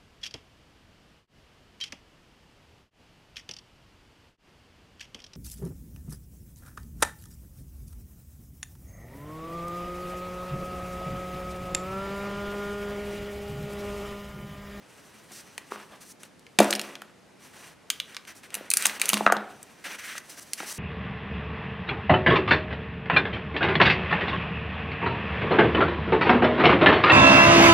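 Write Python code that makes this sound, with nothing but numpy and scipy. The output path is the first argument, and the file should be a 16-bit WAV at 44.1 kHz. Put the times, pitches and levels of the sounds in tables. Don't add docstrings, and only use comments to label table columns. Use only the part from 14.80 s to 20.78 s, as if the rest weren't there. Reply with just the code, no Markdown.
import sys
import numpy as np
from scipy import signal
from scipy.fft import rfft, irfft
from scipy.io import wavfile

SR = 44100
rng = np.random.default_rng(int(sys.argv[2]) if len(sys.argv) > 2 else 0)


def wav_out(sig):
    wavfile.write(sys.argv[1], SR, np.round(np.clip(np.atleast_2d(sig).T, -1, 1) * 32767).astype(np.int16))


N = 263762


def amp(db):
    return 10 ** (np.asarray(db) / 20)


def rms_one(x):
    return x / np.sqrt(np.mean(x ** 2) + 1e-20)


def at_hz(points, hz):
    p = np.array(points)
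    return np.interp(np.log(np.maximum(hz, 1)), np.log(p[:, 0]), p[:, 1])


def resonance(x, hz, width_hz):
    r = np.exp(-np.pi * width_hz / SR)
    top = [(1 - r * r) / 2, 0, (r * r - 1) / 2]
    bottom = [1, -2 * r * np.cos(2 * np.pi * hz / SR), r * r]
    return signal.lfilter(top, bottom, x)


def body(x, peaks):
    return sum((-1) ** k * amp(db) * resonance(x, hz, width)
               for k, (hz, width, db) in enumerate(peaks))


def highpass(x, order, hz):
    return signal.sosfilt(signal.butter(order, hz, "high", fs=SR, output="sos"), x)


def band(x, low_hz, high_hz):
    return signal.sosfilt(signal.butter(2, [low_hz, high_hz], "band", fs=SR, output="sos"), x)


def flicker(rate_hz):
    r = np.exp(-2 * np.pi * rate_hz / SR)
    settle = 9000
    wander = signal.lfilter([1], [1, -2 * r, r * r], rng.standard_normal(N + settle))
    return rms_one(wander[settle:])


def burst(noise, click, t60, tail_t60, tail_db):
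    t = np.arange(len(noise)) / SR
    snap = amp(-60 * t / t60)
    chatter = amp(tail_db - 60 * t / tail_t60)
    return click * (t == 0) + noise * (snap + chatter)


def add(out, piece, s, peak_db):
    i = round(s * SR)
    scaled = amp(peak_db) * piece / np.abs(piece).max()
    out[i:i + len(piece)] += scaled[:N - i]


# start_s, treble_peak_db, cup_peak_db, pitch_hz
CRACKS = [(0.7794, -21, -21, 2140), (1.4332, -27.5, -34, 8700), (1.5946, -39, -57, 5860),
          (1.6663, -43, -34.5, 2320), (1.7873, -24, -9, 2450), (1.7884, -3, 1, 2404),
          (1.8025, -8, -20.5, 10400), (1.8063, -17, -14, 6330), (1.8261, -22.5, -24, 6520),
          (1.831, -16.5, -28.5, 11130), (1.8443, -18.5, -28, 8400), (1.9077, -9, -26, 6300),
          (1.9281, -14, -6.5, 2690), (1.9364, -19, -17, 11000), (1.9518, -14, -19.5, 5260),
          (1.995, -15.5, -16, 6240), (2.0146, -16.5, -22, 5440), (2.1542, -29.5, -22.5, 2780),
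          (2.219, -30.5, -31, 3030), (3.102, -5.5, -11, 2880), (3.2006, -18, -12.5, 3220),
          (3.3466, -33, -30, 1680), (3.3668, -26, -16.5, 2070), (3.4518, -43, -35, 2120),
          (3.7045, -35, -35.5, 2730), (3.7428, -14.5, -23.5, 10800), (3.7515, -14.5, -24, 9800),
          (3.9031, -7.5, -30, 8750), (3.9142, -8, -13.5, 9100), (3.9375, -0.5, -16.5, 9000),
          (3.9709, 0, -17.5, 9000), (4.0242, -12.5, -18, 8500), (4.0543, -12, -7, 9500),
          (4.0571, 1, -8, 1500), (4.0674, -2.5, -45, 5830), (4.0966, -25, -18.5, 1980),
          (4.1981, -21, -24, 7400), (4.216, -4.5, -8.5, 9000), (4.2566, -13, -20.5, 9500),
          (4.2912, -0.5, -16, 9900), (4.2999, -11, -13, 9050), (4.3326, -7, -9.5, 3420),
          (4.3412, -7, -9.5, 6260), (4.3705, -26, -16, 1700), (4.3764, -19, -26, 6200),
          (4.4636, -38, -11, 2620), (4.5223, -11, -12, 1490), (4.5677, -29.5, -22.5, 3520),
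          (4.8295, -28.5, -48, 8600), (5.3803, -22, -36, 6400), (5.7339, -10, -22, 5700),
          (5.803, -47, -21, 1400)]
# pitch_hz, width_hz, level_db
FILM_RINGS = [(4780, 2000, 0), (5965, 510, 8), (8040, 3300, 2.5), (10830, 630, -6), (11270, 1400, -30.5),
              (14900, 3900, -8)]
CUP_BELOW_HZ = 4500
USUAL_TREBLE_HZ, USUAL_CUP_HZ = 6480, 2610
CHATTER_T60_S, CHATTER_DB = 0.032, -8


def cracks():
    out = np.zeros(N)
    folds = list(CRACKS) + crackle()
    noise = rng.standard_normal((len(folds), 2, 2600))
    for (start, treble_db, cup_db, hz), (film_noise, cup_noise) in zip(folds, noise):
        through_cup = hz < CUP_BELOW_HZ
        cup_hz = hz if through_cup else USUAL_CUP_HZ
        treble_hz = USUAL_TREBLE_HZ if through_cup else hz

        snap = burst(film_noise, 6, .004, CHATTER_T60_S, CHATTER_DB)
        treble = .45 * body(snap, FILM_RINGS) + resonance(snap, treble_hz, 1500)
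        add(out, band(treble, 3500, 16500), start, treble_db)

        pop = burst(cup_noise, 5, .005, CHATTER_T60_S, CHATTER_DB + 2)
        hollow = 0.67 * band(pop, 1300, 5500) + resonance(pop, cup_hz, 600)
        add(out, band(hollow, 980, 5000), start, cup_db)
    return out


# start_s, end_s, cracks_per_s, treble_peak_db
CRACKLE_SPELLS = [(1.897, 1.967, 60, -24), (3.975, 4.11, 30, -37), (4.221, 4.44, 30, -25)]
CRACKLE_SPREAD_DB = 4
CRACKLE_CUP_DB = 0


def crackle():
    rows = []
    draws = rng.random((len(CRACKLE_SPELLS), 30, 4))
    for (start, end, per_s, db), spell in zip(CRACKLE_SPELLS, draws):
        count = int(per_s * (end - start))
        for when, size, lean, pitch in spell[:count]:
            moment = start + when * (end - start)
            peak = db + CRACKLE_SPREAD_DB * (2 * size - 1)
            cup_peak = peak + CRACKLE_CUP_DB + 8 * (lean - .5)
            rows.append((moment, peak, cup_peak, 5500 * 2 ** pitch))
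    return rows


# time_s, peak_db, pitch_hz, push_share_db
KNOCKS = [(0.51, -50, 543, 7), (0.778, -31, 855, -24), (0.917, -30, 374, -31), (0.918, -20, 1050, -25),
          (0.957, -28, 1140, -19), (1.787, -11, 640, 3), (1.801, 1.5, 600, -25), (1.813, -12.5, 480, -11.5),
          (2.218, -27.5, 1360, -18), (3.766, -34.5, 507, -8), (3.807, -32, 476, -8),
          (4.054, -12.5, 1420, -33), (4.33, -13.5, 1030, -4.5), (4.368, -20, 980, -6.5),
          (4.406, -12, 716, -10), (4.462, -11, 620, -32), (4.463, 1.5, 1295, -27), (4.473, -4.5, 1240, -36),
          (4.498, -6.5, 1130, -24), (4.521, -5, 1390, -40), (4.522, -8.5, 722, -31),
          (4.564, -16, 765, -8.5), (5.351, -29, 1260, -24), (5.8, -34.5, 305, -11),
          (5.803, -29.5, 766, -16), (5.829, -28.5, 710, -22)]
# pitch_hz, level_db, t60_s
LOW_MODES = [(208, -8.5, 0.32), (276.3, -15.5, 0.34), (352.5, -16, 0.26), (503, -23.5, 0.11),
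             (636, -14.5, 0.32), (738, -6.5, 0.047)]
TAP_DELAY_S = .0024


def knocks():
    out = np.zeros(N)
    push = np.full((len(LOW_MODES), N), 1e-18)
    noise = rng.standard_normal((len(KNOCKS), 4000))
    spread = rng.standard_normal((len(KNOCKS), len(LOW_MODES)))
    for (time, db, hz, push_db), tap_noise, chance in zip(KNOCKS, noise, spread):
        tap = burst(tap_noise, click=14, t60=0.0014, tail_t60=0.05, tail_db=-11)
        thud = band(band(tap, .4 * hz, 1.4 * hz), .4 * hz, 1.4 * hz)
        ring = resonance(resonance(tap, hz, .25 * hz), hz, .8 * hz)
        add(out, ring + .5 * thud, time + TAP_DELAY_S, db)
        push[:, round((time + TAP_DELAY_S / 2) * SR)] += amp(db + push_db + 1.5 * chance)

    for (hz, db, t60), clicks in zip(LOW_MODES, push):
        r = amp(-60 / (t60 * SR))
        w = 2 * np.pi * hz / SR
        soft = signal.lfilter([.1], [1, -.9], clicks)
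        out += amp(db) * signal.lfilter([0, np.sin(w)], [1, -2 * r * np.cos(w), r * r], soft)
    return out


# start_s, length_s, film_start_db, change_db, cup_minus_film_db, table_minus_film_db
STROKES = [(0.514, 0.11, -45.5, -6, -7, -20), (0.902, 0.15, -52.5, -5, 5, 6.5),
           (1.099, 0.085, -61.5, -5, 6, 14.5), (1.202, 0.06, -48, -9, -9, -9),
           (1.241, 0.089, -55, 6.5, -12, -17), (1.391, 0.094, -55.5, -2, -5, -4.5),
           (1.794, 0.15, -36.5, -16, -7, 11), (2.588, 0.15, -57, -3, 0, -2), (2.719, 0.23, -57, 1, 2, 0),
           (3.263, 0.12, -59, 0.5, 7.5, -0.5), (3.469, 0.065, -48.5, -5, 2, -6),
           (3.545, 0.072, -50, -10.5, -7, -14), (3.627, 0.059, -47.5, -12.5, 2.5, -4),
           (3.953, 0.106, -43.5, 9.5, 1.5, -12), (4.058, 0.13, -39.5, -7, -0.5, -3.5),
           (4.194, 0.3, -42, -5.5, -4, -3.5), (5.039, 0.1275, -44.5, -4, 4.5, -3.5),
           (5.181, 0.208, -46.5, 3, 4.5, -11.5), (5.489, 0.1, -46.5, -16.5, -6.5, -16),
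           (5.564, 0.036, -50.5, 14.5, -5.5, -11), (5.601, 0.045, -46, -6.5, -30, -24),
           (5.773, 0.095, -45.5, 0, 1, -10), (5.858, 0.073, -41, 3.5, -7.5, -10),
           (5.917, 0.08, -48.5, 5, -6, -17)]
# time_s, film_db, cup_minus_film_db
HANDLING = [(0, -70.5, 6), (0.3, -58.5, -1), (0.9, -63.5, -0.5), (1.2, -66, 2.5), (1.4, -94, -5),
            (1.95, -61.5, 1), (2.05, -52.5, 5), (2.35, -81.5, 9.5), (3.05, -82.5, 11), (3.15, -55.5, -8),
            (3.45, -69, -5), (3.68, -68, 1), (3.75, -54.5, 6.5), (3.9, -61.5, 5.5), (4.5, -66, 21),
            (4.75, -60, 0.5), (5.04, -62.5, 0.5), (5.5, -57.5, -2.5), (5.98, -55, -9)]
# pitch_hz, width_hz, level_db
CUP_RINGS = [(1700, 800, 6.5), (2450, 960, 0.5), (3280, 1000, -12.5)]
TABLE_FOLLOWS_CUP, TABLE_RUB_DB = 1.03, -0.5


def rub_levels(edge_s):
    t = np.arange(N) / SR
    s, film_db, cup_db = np.transpose(HANDLING)
    film_db, cup_db = np.interp(t, s, film_db), np.interp(t, s, cup_db)
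    table_db = TABLE_FOLLOWS_CUP * cup_db + TABLE_RUB_DB
    power = amp(film_db + [0 * t, cup_db, table_db]) ** 2
    for start, length, first_db, change_db, cup_db, table_db in STROKES:
        end, last_db = start + length, first_db + change_db
        i, j = np.clip([round(start * SR), round(end * SR)], 0, N)
        rise_s, fall_s = np.clip(edge_s * amp(-48.5 - np.array([first_db, last_db])), .003, .05)
        rise, fall = (t[i:j] - start) / rise_s, (end - t[i:j]) / fall_s
        shape = np.clip(np.minimum(rise, fall), 0, 1)
        level_db = np.linspace(first_db, last_db, j - i) + [[0], [cup_db], [table_db]]
        power[:, i:j] += (shape * amp(level_db)) ** 2
    return power


def rubbing(grains_per_s, uneven_db, wander_db, edge_s):
    sizes = amp(2.7 * np.minimum(rng.exponential(1, (2, N)), 5)) * rng.choice([-1, 1], (2, N))
    slips = rms_one(sizes * (rng.random((2, N)) < grains_per_s / SR))
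    hiss = rng.standard_normal((2, N))
    drives = (.5 * slips + hiss) * amp(uneven_db * flicker(19.2))

    def wandering(peaks):
        return sum(amp(db + wander_db * flicker(14)) * resonance(drives[k % 2], hz, width)
                   for k, (hz, width, db) in enumerate(peaks))

    film = band(wandering(FILM_RINGS), 3800, 15500)
    cup = band(wandering(CUP_RINGS), 1250, 3300)
    lowest_table_hz = LOW_MODES[0][0]
    table = band(drives[1], 260, 1500) + 3.4 * resonance(drives[0], lowest_table_hz, 4.8)
    gains = np.sqrt(rub_levels(edge_s))
    return sum(gain * rms_one(x) for x, gain in zip((film, cup, table), gains))


# pitch_hz, t60_s
ROOM_FADE = [(200, 0.68), (800, 0.54), (2500, 0.34), (6000, 0.12), (14000, 0.26)]
ROOM_DB, ROOM_SIDE_DB = -12.5, -7.5
SIDE_FROM_HZ = 5500


def room(dry):
    t = np.arange(30000) / SR
    noise = rng.standard_normal((2, 2, len(t)))
    edges_hz = 100 * 2 ** np.arange(0, 7.5, .5)
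    tail = sum(band(noise[k % 2], low, np.sqrt(2) * low) * amp(-60 * t / at_hz(ROOM_FADE, low))
               for k, low in enumerate(edges_hz))
    tail = tail * (1 - np.exp(-t / 0.00022))
    tail = tail / np.sqrt(np.sum(tail[0] ** 2))
    mid, side = signal.fftconvolve(dry[None], tail, axes=1)[:, :N]
    side = .05 * side + band(side, SIDE_FROM_HZ, 16500)
    return amp(ROOM_DB) * mid, amp(ROOM_DB + ROOM_SIDE_DB) * side


# pitch_hz, level_db (per Hz)
AIR_COLOUR = [(26, -59.5), (45, -14.5), (208, -4.5), (317, -8), (386, -9.5), (448, -9), (665, -13),
              (771, -14.5), (872, -14), (1060, -16.5), (1580, -17), (9820, -30.5), (10800, -33.5),
              (15300, -45.5), (16500, -55.5)]
# pitch_hz, side_minus_mid_db
AIR_WIDTH = [(60, -25), (110, -6), (200, -7), (380, -3.5), (700, -3.5), (1290, -6.5), (2380, -9),
             (4400, -8.5), (8120, -8), (15000, -14)]
AIR_DB = -57


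def air():
    hz = np.fft.rfftfreq(N, 1 / SR)
    mid, side = rfft(rng.standard_normal((2, N))) * amp(at_hz(AIR_COLOUR, hz))
    mid = irfft(mid, N)
    side = irfft(side * amp(at_hz(AIR_WIDTH, hz)), N)
    gain = amp(AIR_DB) / np.std(mid)
    return gain * mid, gain * side


LOW_CUT_HZ = 175
NEAR_ECHO_DB, NEAR_ECHO_HZ, NEAR_ECHO_SAMPLES = -21.5, 900, 57


def scene():
    rubs = rubbing(grains_per_s=1800, uneven_db=1.8, wander_db=1.7, edge_s=0.0095)
    near = highpass(cracks() + knocks() + rubs, 4, LOW_CUT_HZ)
    wet, wet_side = room(near)
    hiss, hiss_side = air()
    mid = near + wet + hiss
    near_echo = band(np.roll(near, NEAR_ECHO_SAMPLES), NEAR_ECHO_HZ, 16500)
    side = wet_side + hiss_side + amp(NEAR_ECHO_DB) * near_echo
    return np.array([mid + side, mid - side])


def record(dry):
    held = .85 * dry / (.85 ** 10 + np.abs(dry) ** 10) ** (1 / 10)
    held = highpass(held, 2, 55)
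    top_cut = signal.cheby2(12, 70, 17000, fs=SR, output="sos")
    return signal.sosfilt(top_cut, held)


dry = scene()
out = record(dry)
wav_out(out)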